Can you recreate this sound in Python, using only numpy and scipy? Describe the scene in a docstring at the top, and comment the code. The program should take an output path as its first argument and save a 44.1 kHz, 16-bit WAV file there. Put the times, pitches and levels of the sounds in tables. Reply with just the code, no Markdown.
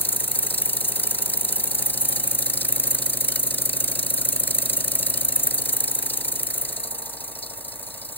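"""Workshop, a wooden board on a bench: a small oscillating-cylinder engine is already running on compressed air.
From the front come two exhaust chuffs a turn, as bursts of jet noise with metal ticks, over steady leaking air.
Crank and piston knocks ring board and bench as decaying modes, with a hum at multiples of the turning speed.
From 1.5 s the hand-held camera with its two microphone ports moves round to the side; from 5 s it leaves.
By 6.9 s it has turned away to the air tank: air and chuffs are weaker and the room weighs more."""
import sys
import numpy as np
from scipy import signal
from scipy.fft import rfft, irfft
from scipy.io import wavfile
from scipy.ndimage import uniform_filter1d

SR = 44100
rng = np.random.default_rng(int(sys.argv[2]) if len(sys.argv) > 2 else 0)


def to_wav(sig):
    """Store sig (one row per channel, or 1-D mono) as 16-bit WAV at the path in sys.argv[1].

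    Samples outside -1..1 are clipped; the rate is SR.
    """
    pcm = np.clip(np.atleast_2d(sig), -1, 1) * 32767
    pcm = np.round(pcm).astype(np.int16)
    wavfile.write(sys.argv[1], SR, pcm.T)  # frames by channels


N = 360297
TIME = np.arange(N) / SR  # s
HZ = np.fft.rfftfreq(N, 1 / SR)


def gain_of(db):
    """Decibels to amplitude."""
    return 10 ** (np.asarray(db) / 20)


def evened(x):
    """Scales to rms 1."""
    return x / np.sqrt(np.mean(x ** 2) + 1e-20)


def over_time(points):
    """A table of (time_s, value) at every sample."""
    return np.interp(TIME, *np.transpose(points))


def over_frequency(points):
    """A table of (freq_hz, value) at every frequency bin, interpolated on a near-logarithmic axis."""
    freq_hz, value = np.transpose(points)
    return np.interp(np.log(HZ + 50), np.log(freq_hz + 50), value)


def noise(colour):
    """Two unrelated noises of one colour and overall rms 1, as spectra."""
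    spectra = rfft(rng.standard_normal((2, N))) * gain_of(over_frequency(colour))
    return spectra / np.sqrt(np.mean(irfft(spectra, N) ** 2))


def flutter(size):
    """Random wobble of rms 1 that changes within about size samples."""
    return evened(uniform_filter1d(uniform_filter1d(rng.standard_normal(N), size), size))


# Camera positions: time_s, viewpoint (0 front, 1 side, 2 leaving, 3 afar)
CAMERA_VIEW = [(0, 0), (1.5, 0), (2.1, .5), (2.8, 1), (5, 1), (5.6, 2), (6.3, 2), (6.9, 3), (8.17, 3)]


def viewpoint():
    """Where the camera stands, 0-3, at every sample."""
    return over_time(CAMERA_VIEW)


def afar():
    """0 until the camera is leaving, rising to 1 at the far viewpoint."""
    return np.clip(viewpoint() - 2, 0, 1)


def blend(values):
    """Fades between the values of the four viewpoints as the camera moves."""
    return sum(np.maximum(1 - abs(viewpoint() - view), 0) * value for view, value in enumerate(values))


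# Levels along the camera path: time_s, leak_db, bench_change_db, usual_chuff_db
CAMERA_LEVELS = [(0, -28.5, 0.9, -18), (1, -29, 0.9, -19), (1.7, -29, 0.6, -19), (2.3, -28.5, 0.8, -18),
                 (3, -28.5, -0.1, -18), (4, -29.5, -0.2, -18), (5, -28.5, 0.5, -18), (5.5, -29, 2, -18),
                 (6, -29.5, -0.7, -19.5), (6.4, -31, 0.1, -21), (6.7, -33.5, 2, -23.5),
                 (6.9, -38.5, 1, -29.5), (7.1, -38.5, -0.5, -29.5), (7.5, -38.5, -0.7, -32),
                 (8.17, -39, -2.5, -32.5)]


def camera_level(column):
    """One level along the camera path at every sample."""
    return over_time([(row[0], row[column]) for row in CAMERA_LEVELS])


# Rotation of the crank: time_s, angle_turns
CRANK_ANGLE = [(0.0, -0.197), (0.3, 3.763), (1.0, 13.007), (2.0, 26.299), (3.0, 39.659), (4.0, 53.086),
               (4.7, 62.532), (5.5, 73.361), (6.7, 89.602), (7.0, 93.659), (7.5, 100.464), (7.9, 105.902),
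               (8.17, 109.568)]


def crank_turns():
    """Crank angle at every sample, smoothed so that the speed changes gently."""
    s, angle = np.transpose(CRANK_ANGLE)
    speed = np.diff(angle) / np.diff(s)
    # one more second at either end, at the nearest speed
    s = np.r_[-1, s, s[-1] + 1]
    angle = np.r_[angle[0] - speed[0], angle, angle[-1] + speed[-1]]
    return uniform_filter1d(np.interp(np.arange(-SR, N + SR) / SR, s, angle), size=8001)[SR:-SR]


# How much earlier knocks and hum come as the camera leaves: time_s, advance_turns
BENCH_ADVANCE = [(6.3, 0), (7, .015), (8.17, .04)]


def bench_angle(angle):
    """Crank angle that times the hum and all but the lowest knocks."""
    return angle + over_time(BENCH_ADVANCE)


def workshop(sound):
    """Sparse room reflections of random sign that die away by 60 dB in 0.09 s."""
    taps = np.zeros((2, SR // 2))
    slots = np.arange(200, SR // 2 - 20, 20)
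    at = slots + rng.integers(0, 20, (2, len(slots)))
    np.put_along_axis(taps, at, rng.choice([-1., 1.], at.shape), 1)
    taps *= gain_of(-60 * np.arange(SR // 2) / SR / 0.09)
    return signal.fftconvolve(sound, taps / np.linalg.norm(taps[0]), axes=1)[:, :N]


# Colour of the loose bench rattle: freq_hz, density_db (per Hz, relative)
RATTLE_COLOUR = [(24, -42), (40, -52), (119, -46), (238, -1), (303, -5.5), (527, -1.5), (841, -0.5),
                 (982, 4.5), (1110, -37), (1570, -26), (2500, -50), (3250, -45), (5500, -120)]
# Rattle at the front, side, leaving and far viewpoints: level_db
RATTLE_LEVEL = [-53, -56.5, -56, -57.5]


def bench_rattle():
    """Loose rattle of the bench as steady coloured noise."""
    level_db = np.interp(viewpoint(), range(4), RATTLE_LEVEL)
    return gain_of(level_db) * irfft(noise(RATTLE_COLOUR), N)


# Shaft orders: multiple of the turning speed
SHAFT_ORDERS = [24, 40, 43, 48, 51, 55, 58, 63, 67, 68, 69, 73, 85, 41, 72, 9, 10, 20, 14, 17]
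# One row an order: front_db, side_db, leaving_db, afar_db (rms)
SHAFT_ORDER_LEVELS = [(-69, -98.0, -62, -72), (-51, -88.5, -71, -65), (-60.5, -57.5, -62.0, -58.5),
                      (-84, -84, -52.5, -87), (-93.5, -59.5, -97.5, -88.5), (-55, -86.5, -58, -69),
                      (-63, -91.5, -56.5, -61.5), (-59, -55.0, -69, -65.5), (-60, -61, -58.5, -58),
                      (-68, -63.0, -68, -55), (-91.0, -84, -100.5, -62), (-57.5, -95.5, -70, -73),
                      (-94, -93, -103.5, -65), (-96, -53.5, -60, -58.5), (-62.5, -82.5, -63, -93.0),
                      (-54, -48, -58.5, -54.5), (-48, -43.5, -47.5, -58.5), (-63, -67, -65, -98.0),
                      (-82.5, -93, -94.0, -101.0), (-96, -99, -101.0, -89)]


def shaft_hum(angle):
    """Slowly wavering tones at whole multiples of the turning speed, a quarter cycle apart in the two channels."""
    out = np.zeros((2, N))
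    turned = bench_angle(angle) - 0.6  # the orders line up here in the turn
    quarter = np.array([[0], [np.pi / 2]])
    for order, view_dbs in zip(SHAFT_ORDERS, SHAFT_ORDER_LEVELS):
        level = blend(gain_of(view_dbs)) * gain_of(0.5 * flutter(size=9000))
        out += np.sqrt(2) * level * np.cos(2 * np.pi * order * turned + quarter)
    return out


# Knocks within each turn: angle_turns
KNOCK_ANGLES = [.04, .107, .206, .284, .4, .507, .593, .642, .707, .78, .856, .935]
# Board and bench modes: freq_hz, t60_s, front_db, side_db, leaving_db, afar_db
BOARD_MODES = [(58.8, 0.14, -1.5, -8.5, -3.5, -7.5), (88, 0.06, -43, -25, -30, -46),
               (125.85, 0.31, -3.0, -3.0, -7.5, -18), (143.4, 0.086, -50, -46.0, -33.0, -23.5),
               (189.8, 0.5, -24, -22.5, -31, -68.5), (230, 0.39, -18, -33, -48.0, -25.5),
               (271, 0.15, -23.0, -15.5, -12.5, -68.0), (294.5, 0.18, -43, -17, -26, -25),
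               (346.4, 0.21, -29, -13, -17.5, -30), (393.8, 0.15, -34, -20.5, -21, -52),
               (442.7, 0.076, -17.5, -16, -19, -55), (468, 0.15, -39, -17, -19, -22.5),
               (532, 0.14, -27, -15.5, -21, -34), (544.5, 0.088, -33.5, -29, -24, -36),
               (578, 0.1, -9.5, -22, -34, -24), (650.0, 0.15, -18, -16, -9.5, -24.5),
               (698, 0.043, -7.5, -16.5, -15.5, -27), (772.0, 0.099, -50.5, -36, -36, -38),
               (823, 0.11, -51, -22.5, -37, -37), (912.0, 0.06, -48, -50, -23, -27),
               (973, 0.07, -53.0, -35, -58.0, -64.5), (1123, 0.06, -31, -46, -30, -23)]
# Borders between the seven mode groups: freq_hz
GROUP_BORDERS = [110, 160, 400, 500, 620, 880]
# Four viewpoints (front to afar), one row a knock: level_db in each of the seven groups, low to high
KNOCK_LEVELS = [
    [(-10.0, -13.0, -1.5, -10.0, -28.0, -9.0, -14.5), (-8.5, -9.5, -37.0, -7.0, -3.5, -29.0, -31.5),
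     (-12.0, -10.5, -9.5, 2.5, -2.0, -18.0, -21.0), (-21.0, -14.5, -30.0, -33.0, -6.0, -11.0, -4.0),
     (-18.0, -12.5, -5.5, -36.5, -21.5, -38.5, -34.0), (-16.5, -5.5, -12.5, -32.5, -20.0, -10.5, -10.5),
     (-28.5, -19.0, -37.0, -33.5, -11.5, -3.5, -19.5), (-10.0, -17.5, -35.0, 7.5, -27.5, -5.5, -12.0),
     (-22.5, -7.0, -32.5, -35.0, -37.0, -43.0, -11.0), (-12.5, -7.0, 1.5, 3.5, -10.5, -12.5, -24.0),
     (-14.5, -35.0, 4.5, 9.5, -1.5, -27.0, -34.5), (-9.0, -37.0, -20.5, -35.0, -2.0, -20.0, -17.5)],
    [(-18.5, -20.0, -6.5, -4.0, -5.5, -4.5, -17.0), (-10.5, -4.0, -1.5, -20.5, -14.0, -11.0, -27.0),
     (-22.5, -6.5, -11.5, -8.0, -16.0, -13.0, -17.5), (-16.5, -10.5, -6.5, -18.5, -14.0, -10.0, -29.0),
     (-19.5, -16.0, -19.5, -11.0, -36.0, -39.5, -6.5), (-13.5, -3.5, -33.5, -3.5, -31.0, -12.5, -25.5),
     (-27.5, -16.0, -35.0, -17.0, -0.5, -31.5, -25.0), (-6.0, -26.0, -5.5, -34.0, -15.0, -5.5, -25.0),
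     (-14.5, -7.0, -30.5, -10.0, -15.0, -15.5, -16.5), (-7.5, -12.5, -7.5, -8.5, -10.5, -11.5, -27.5),
     (-8.0, -31.0, -2.0, -36.0, -10.5, -12.5, 6.0), (-7.5, -31.5, -21.0, -3.0, -12.5, -13.5, -27.0)],
    [(-28.5, -33.5, -2.0, -3.0, -17.5, -17.5, -20.0), (-7.0, -1.5, -22.0, -11.5, -6.5, -14.0, -1.5),
     (-7.5, -11.5, -10.5, -3.5, -24.0, -4.5, -16.5), (-6.5, -21.0, -14.5, -15.0, -14.5, -7.0, -8.0),
     (-5.5, -3.0, -33.5, -12.0, -35.5, -24.5, -35.0), (-6.0, -4.5, -8.5, -38.5, -30.5, -12.5, -24.0),
     (-15.5, -17.0, -44.0, -37.0, -1.5, -9.5, -28.5), (-11.5, -11.5, -7.5, 3.0, -1.0, -9.0, -33.0),
     (-26.5, 1.5, -37.0, -34.5, -29.5, -46.0, -34.0), (-23.5, -6.5, -13.0, -2.0, -6.0, -20.0, -9.5),
     (-25.0, -37.5, -4.5, 1.5, -11.5, -5.0, -8.5), (-19.5, -26.0, -16.0, -33.0, -2.0, -20.0, -2.0)],
    [(-25.5, -38.0, -42.0, -27.0, -5.5, -4.5, 1.0), (-17.0, -6.0, -14.0, -34.0, -10.5, -38.5, -21.5),
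     (-21.5, -12.5, -16.0, -4.5, -26.5, -13.5, -28.5), (-13.5, -35.0, -29.0, -15.5, -3.0, -2.5, -14.5),
     (-8.0, -4.5, -42.5, -25.5, -35.0, -9.5, -31.0), (-9.5, -9.5, -37.5, -7.5, -4.5, -12.0, -30.0),
     (-19.0, -9.0, -41.0, -36.0, -35.0, -34.5, -33.5), (-14.5, 1.5, -26.5, 2.5, -9.5, 7.0, -34.0),
     (-26.0, 0.0, -16.5, -33.0, -16.0, -22.5, -2.0), (-10.0, -8.0, 3.5, -12.0, -4.5, -33.0, -26.5),
     (-14.0, -33.0, -43.5, 7.0, -34.0, -24.5, -13.0), (-17.0, -27.0, 1.5, -31.0, -17.0, -31.0, -0.0)],
]
# Unevenness of the blows from turn to turn, one value a group: spread_db
KNOCK_UNEVENNESS = [.05, .1, .3, .6, .6, .5, .5]
# All knocks at the front, side, leaving and far viewpoints: level_db
KNOCK_VIEW_LEVELS = [-46, -42, -45, -42]


def board_knocks(angle):
    """The same knocks return every turn, a little uneven, and ring the wood; a second point hears a quarter cycle apart."""
    advanced = bench_angle(angle)
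    whole = np.arange(-9, int(angle[-1]) + 1)
    late, loud = rng.standard_normal((len(whole), len(KNOCK_ANGLES), 2)).T
    knock_turns = whole + np.array(KNOCK_ANGLES)[:, None] + .0003 * late
    contact = np.hanning(24)  # a blow lasts half a millisecond
    t = np.arange(SR // 2) / SR
    hz, t60, *view_dbs = np.array(BOARD_MODES).T[:, :, None]
    same_energy = np.sqrt(np.log(1000) / t60)  # energy alike for every decay
    modes = gain_of(-60 * t / t60) * np.exp(2j * np.pi * hz * t) * same_energy
    mode_group = np.searchsorted(GROUP_BORDERS, hz[:, 0])
    lead = SR // 2  # samples; the engine already runs before the start
    out = np.zeros((4, 2, N))
    for group, uneven_db in enumerate(KNOCK_UNEVENNESS):
        crank = advanced if group else angle
        crank = np.r_[crank[0] + (crank[1] - crank[0]) * np.arange(-lead, 0), crank]
        at = np.searchsorted(crank, knock_turns)
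        inside = (at > 0) & (at < len(crank))
        own = mode_group == group
        for view, table in enumerate(KNOCK_LEVELS):
            blows = np.zeros(len(crank))
            blows[at[inside]] = gain_of(np.array(table)[:, group, None] + uneven_db * loud)[inside]
            ring = (gain_of(KNOCK_VIEW_LEVELS[view] + view_dbs[view]) * modes)[own].sum(0)
            points = np.array([ring.imag, ring.real])
            out[view] += signal.oaconvolve(blows[None], points, axes=1)[:, lead:lead + N]
    return signal.oaconvolve(blend(out), contact[None] / contact.sum(), axes=1)[:, :N]


# Bench-top echo, mostly lifting a band: time_s, freq_hz, change_db
ECHO_LIFT = [(0, 760, -3), (1.5, 910, 1.5), (2.2, 800, 4.5), (2.6, 710, 1.5), (5, 640, 4.5), (5.6, 735, 3),
             (6, 870, 4.5), (6.25, 915, 6), (6.45, 666, 3), (6.65, 650, 4), (6.85, 735, 5.5), (7.1, 874, 6),
             (7.5, 620, 3), (8.17, 563, 2)]
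# Bench-top echo, cancelling a band: time_s, freq_hz, change_db
ECHO_CANCEL = [(0, 624, -1.5), (1.9, 895, -1), (2.2, 930, -12), (3, 850, -5), (4, 850, -35), (5, 845, -22),
               (5.5, 860, -9), (6, 630, 0), (6.3, 756, -9), (6.6, 860, -20), (6.85, 820, -7),
               (7.1, 515, -1), (7.5, 454, -4), (8.17, 407, -12)]


def bench_echo(pair, curve, width_hz):
    """Bench-top echo raises or lowers one band that glides as the camera moves."""
    s, hz, db = np.transpose(curve)
    turn = np.exp(2j * np.pi * np.cumsum(np.interp(TIME, s, hz)) / SR)
    r = np.exp(-np.pi * width_hz / SR)
    # shift the band to zero frequency, smooth it, shift it back
    band = 2 * (turn * signal.lfilter([1 - r], [1, -r], pair / turn)).real
    return pair + (gain_of(np.interp(TIME, s, db)) - 1) * band


# Colour of the leaking air: freq_hz, density_db (per Hz, relative)
LEAK_COLOUR = [(900, -11.5), (1300, -12), (2000, -12), (2900, -17.5), (3700, -8), (5200, -11), (6500, -2.5),
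               (8000, -2), (9400, -1), (10300, 2), (12600, -11.5), (14000, 0), (16000, 2.5)]
# Ports beginning to open: angle_turns, width_turns, leak_rise_db
PORT_OPENINGS = [(.25, 0.014, 2), (.43, 0.064, 1.5), (.75, 0.02, 5.5), (.93, 0.02, 3)]


def air_leak(angle):
    """Air seeps past the port face all the time as noise, more as a port begins to open."""
    swell_db = 0
    for opening, width, rise_db in PORT_OPENINGS:
        from_opening = (angle - opening + .5) % 1 - .5
        swell_db = swell_db + rise_db * np.exp(-.5 * (from_opening / width) ** 2)
    wobble_db = 1.2 * flutter(size=200)
    air = noise(LEAK_COLOUR)
    low_gain = gain_of(6 * afar())  # from afar the part below 2230 Hz gains 6 dB
    air = irfft(air, N) + (low_gain - 1) * irfft(air * (HZ < 2230), N)
    return gain_of(camera_level(1) + swell_db + wobble_db) * air


# The two exhaust strokes of a turn: angle_turns, level_db, length_factor
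EXHAUST_STROKES = [(0.488, -0.5, 1.0), (0.979, -0.4, 0.86)]
# Chuffs set one by one: time_s, level_db, treble_share_db, length_factor
SINGLE_CHUFFS = [(0.09, -17.5, 10, 0.65), (0.316, -17.5, 10, 0.5), (0.391, -17, 15, 0.57),
                 (0.581, -17, 5, 1.1), (0.848, -19.5, 7, 1.6), (1.036, -17, 7, 0.93),
                 (1.072, -17, 11, 0.62), (1.112, -18, 11, 0.94), (1.223, -18.5, 11, 1),
                 (1.488, -19.5, 5.5, 1.3), (1.526, -16, 12, 0.55), (1.64, -19, 17, 0.64),
                 (1.864, -20, 16, 1.3), (2.052, -19, 10, 1.2), (2.35, -19, 16, 0.79),
                 (2.575, -16.5, 6.5, 0.69), (2.911, -17, 12.5, 1.3), (3.063, -18, 12, 0.96),
                 (3.286, -15, 10.5, 0.84), (3.321, -17, 6, 0.8), (3.36, -14, 8, 0.5), (3.397, -20, 13, 1.1),
                 (3.733, -17, 8, 0.74), (3.805, -17, 9, 1), (3.843, -17, 13, 0.64), (3.993, -16.5, 7, 0.88),
                 (4.215, -18.5, 11, 0.93), (4.253, -18.5, 15, 0.89), (4.476, -15, 9, 0.68),
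                 (4.51, -16.5, 6, 0.81), (4.585, -13, 8, 0.59), (4.659, -16, 8.5, 0.76),
                 (4.697, -14.5, 8, 0.9), (4.771, -19, 15, 1.2), (5.028, -16.5, 6, 0.78),
                 (5.066, -17, 8.5, 1.3), (5.176, -15.5, 11, 0.56), (5.213, -19, 10, 0.98),
                 (5.288, -18, 11, 0.9), (5.361, -17, 18, 0.76), (5.472, -17, 18, 0.61),
                 (5.805, -17.5, 14, 0.57), (5.841, -19, 12, 0.92), (5.915, -20, 16, 0.7),
                 (6.174, -20, 13, 0.75), (6.359, -19.5, 7, 0.81), (6.617, -24.5, 18, 0.93),
                 (6.652, -20.5, 11, 0.55), (6.766, -24, 5, 0.94), (6.838, -25.5, 8, 1.4),
                 (6.912, -27.5, 13, 1.2)]


def chuff_list(angle):
    """Rows (time_s, level_db, treble_share_db, length_factor), two a turn; some are set one by one."""
    far = afar()
    port, stroke_db, length = np.tile(np.transpose(EXHAUST_STROKES), int(angle[-1]) + 2)
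    late, loud, bright, long = rng.standard_normal((len(port), 4)).T
    # turns: from afar the chuffs come earlier by 0.012; each wanders a little
    due = np.arange(len(port)) // 2 - 1 + port + 0.0038 * late
    at = np.searchsorted(angle + 0.012 * far, due)
    inside = (at > 0) & (at < N)
    at = np.minimum(at, N - 1)
    louder_db = 0.93 * loud
    level_db = camera_level(3)[at] + stroke_db + louder_db
    treble_db = 10 - far[at] + 3.5 * bright
    # stronger chuffs are shorter; from afar a chuff lasts 4.9 % longer
    length = length * (1 + 0.049 * far[at]) * np.exp(0.14 * long - 0.414 * louder_db)
    rows = np.transpose([at / SR, level_db, treble_db, length])[inside]
    for single in SINGLE_CHUFFS:
        rows[np.argmin(abs(rows[:, 0] - single[0]))] = single
    return rows


# Modes of the cylinder on its port face: freq_hz, t60_s, level_db
CYLINDER_MODES = [(1563, 0.054, -24.5), (1919, 0.028, -20), (2235, 0.031, -24), (2590, 0.054, -26.5),
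                  (2952, 0.18, -33.5), (4090, 0.033, -20), (4660, 0.04, -27)]


def cylinder_ticks(strokes):
    """The cylinder ticks on its port face at each stroke, as strong as its chuff, with its own mix of modes."""
    lag_s, spread_db, detune = .0008, 4.5, 0.0496  # detune is a share: it follows the spot that is struck
    t = np.arange(2000) / SR
    out = np.zeros((2, N + 2000))
    hz, t60, mode_db = np.array(CYLINDER_MODES).T[:, :, None]
    chance = rng.standard_normal((len(strokes), 2, len(CYLINDER_MODES), 1))
    for (s, level_db, *_), (loud, high) in zip(strokes, chance):
        tick_db = level_db + mode_db + spread_db * np.clip(loud, -2, 1.6)
        size = gain_of(tick_db - 60 * t / t60) * np.minimum(t * hz, 1)  # full after one cycle
        turn = 2 * np.pi * hz * (1 + detune * high) * t
        at = min(round((s + lag_s) * SR), N)
        out[:, at:at + len(t)] += [(size * np.sin(turn)).sum(0), (size * np.cos(turn)).sum(0)]
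    return out[:, :N]


def patchy(pair, patchy_db):
    """Random narrow patches of level vary the colour of the noise bursts."""
    z = signal.stft(pair, nperseg=512, noverlap=384)[2]
    field = uniform_filter1d(rng.standard_normal(z.shape[1:]), size=4, axis=0)
    field = uniform_filter1d(field, size=8, axis=1)
    field = field - uniform_filter1d(field, size=40, axis=0)  # the colour moves, the loudness stays
    return signal.istft(z * gain_of(patchy_db * evened(field)), nperseg=512, noverlap=384)[1][:, :N]


# Colour of the exhaust jet: freq_hz, density_db (per Hz, relative)
JET_COLOUR = [(900, -90), (1300, -25), (2000, -24.5), (2900, -31.5), (3700, -16), (4300, -11.5), (5200, -7),
              (6500, -1), (7200, -8.5), (8000, -2.5), (9400, -3.5), (10300, 1), (12600, 3.5), (14000, -1.5),
              (16000, -12.5)]
# Exhaust pipe rings: freq_hz, width_hz, level_db
PIPE_RINGS = [(1780, 78, -4), (1835, 300, 5), (4106, 380, -1), (4562, 43, 7.5), (7097, 75, 7.5)]
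# Layers of the jet: low_hz, high_hz, lag_s, rise_s, fall_s, treble_weight, afar_change_db
JET_LAYERS = [(800, 3300, 0.00081, 0.0053, 0.0046, -0.21, 1), (3300, 5590, 0.0011, 0.0031, 0.0046, -1, 3.5),
              (6290, 9290, 0.00027, 0.0043, 0.0042, -0.0077, 1.2),
              (9390, 29000, 0.00012, 0.0043, 0.0041, 0.51, -0.2)]
# How far each layer follows the length of its chuff: exponent
LAYER_STRETCH = [.4, 0.32, 0.83, 0.81]


def exhaust(strokes):
    """Each chuff is a burst of turbulent jet noise coloured by the pipe, in four layers from low to high."""
    # the two lower layers come later and die slightly more slowly than the two upper
    pipe = 1 + sum(gain_of(db) / (1 + (2 * (HZ - hz) / width) ** 2) for hz, width, db in PIPE_RINGS)
    air = noise(JET_COLOUR) * pipe
    before = 800  # samples kept ahead of each chuff
    u = np.arange(-before, 1600) / SR
    out = np.zeros((2, N))
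    chance = rng.standard_normal((len(strokes), 2, len(JET_LAYERS)))  # delay and level vary by layer
    eddies = gain_of(0.97 * flutter(size=30))
    for layer, (lo_hz, hi_hz, lag, rise, fall, weight, far_db) in enumerate(JET_LAYERS):
        gate = np.zeros(N + len(u))
        for (s, level_db, treble_db, length), (late, loud) in zip(strokes, chance[:, :, layer]):
            v = (u - lag - .0004 * late) / length ** LAYER_STRETCH[layer]
            burst = np.where(v < 0, np.exp(-abs(v / rise) ** 1.7), 1 / np.cosh(v / fall))
            at = round(s * SR)
            burst_db = level_db + weight * (treble_db - 7.5) + 1.15 * loud
            gate[at:at + len(u)] += gain_of(burst_db) * burst
        layer_air = irfft(air * ((HZ >= lo_hz) & (HZ < hi_hz)), N)
        out += gain_of(far_db * afar()) * gate[before:][:N] * layer_air
    return eddies * out


# Phase between the microphone ports: freq_hz, left_lead_rad
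MIC_PHASE = [(0, 0), (430, -.3), (690, 1), (1030, -.3), (1810, 1.5), (2070, 1.5), (2600, .1), (3190, -3.1),
             (3450, -3.1), (3750, -5.5), (4200, -5.4), (4900, -3.14), (6100, -3.14), (7000, -1.6),
             (7700, 0), (9300, 0), (10000, 1.4), (11200, 3.14), (12000, 3.14), (13500, 4.8), (14300, 6.28)]
# How alike left and right sound, by frequency: freq_hz, likeness (0-1)
STEREO_LIKENESS = [(60, 1), (130, 1), (300, 0.95), (550, 0.97), (800, 0.57), (1200, 0.4), (2500, 0.13),
                   (3300, 0.9), (4200, 0.62), (5000, 1), (6000, 1), (6800, 0.83), (8000, 0.93), (9200, 1),
                   (10200, 0.67), (11300, 1), (12000, 1), (13200, 1), (14800, 0.68)]
# Balance of the two ports: freq_hz, left_minus_right_db
MIC_BALANCE = [(60, -3.5), (140, -2.5), (330, -3.5), (500, -4), (770, -.5), (1790, -3), (2740, 0)]


def microphone_ports(pair):
    """Left hears the first sound; right hears it shifted in phase, mixed with the second."""
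    first, second = rfft(pair)
    same = np.clip(over_frequency(STEREO_LIKENESS), 0, 1)
    tilt = gain_of(over_frequency(MIC_BALANCE) / 2)
    shifted = first * np.exp(-1j * over_frequency(MIC_PHASE))
    right = same * shifted + np.sqrt(1 - same ** 2) * second
    return irfft(np.array([first * tilt, right / tilt]), N)


def scene():
    """Rattle, hum, knocks, leak, ticks and exhaust with its room echo at the two ports."""
    angle = crank_turns()
    bench = gain_of(camera_level(2)) * (board_knocks(angle) + shaft_hum(angle)) + bench_rattle()
    bench = bench_echo(bench, ECHO_LIFT, width_hz=130)
    bench = bench_echo(bench, ECHO_CANCEL, width_hz=123)
    strokes = chuff_list(angle)
    jet = patchy(exhaust(strokes), patchy_db=2.4) + cylinder_ticks(strokes)
    room_db = -16.0 + 12.5 * afar()  # the room weighs more from afar
    room = gain_of(room_db) * workshop(jet)
    return microphone_ports(jet + room + air_leak(angle) + bench)


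def record(dry):
    """Bass roll-off of the microphone below 37 Hz, then the band limit at 15850 Hz."""
    thin = signal.sosfilt(signal.butter(8, 37, "high", fs=SR, output="sos"), dry)
    band_limit = signal.firwin(511, 15850, window=("kaiser", 9), fs=SR)
    return signal.oaconvolve(thin, band_limit[None], "same")


dry = scene()
out = record(dry)
to_wav(out)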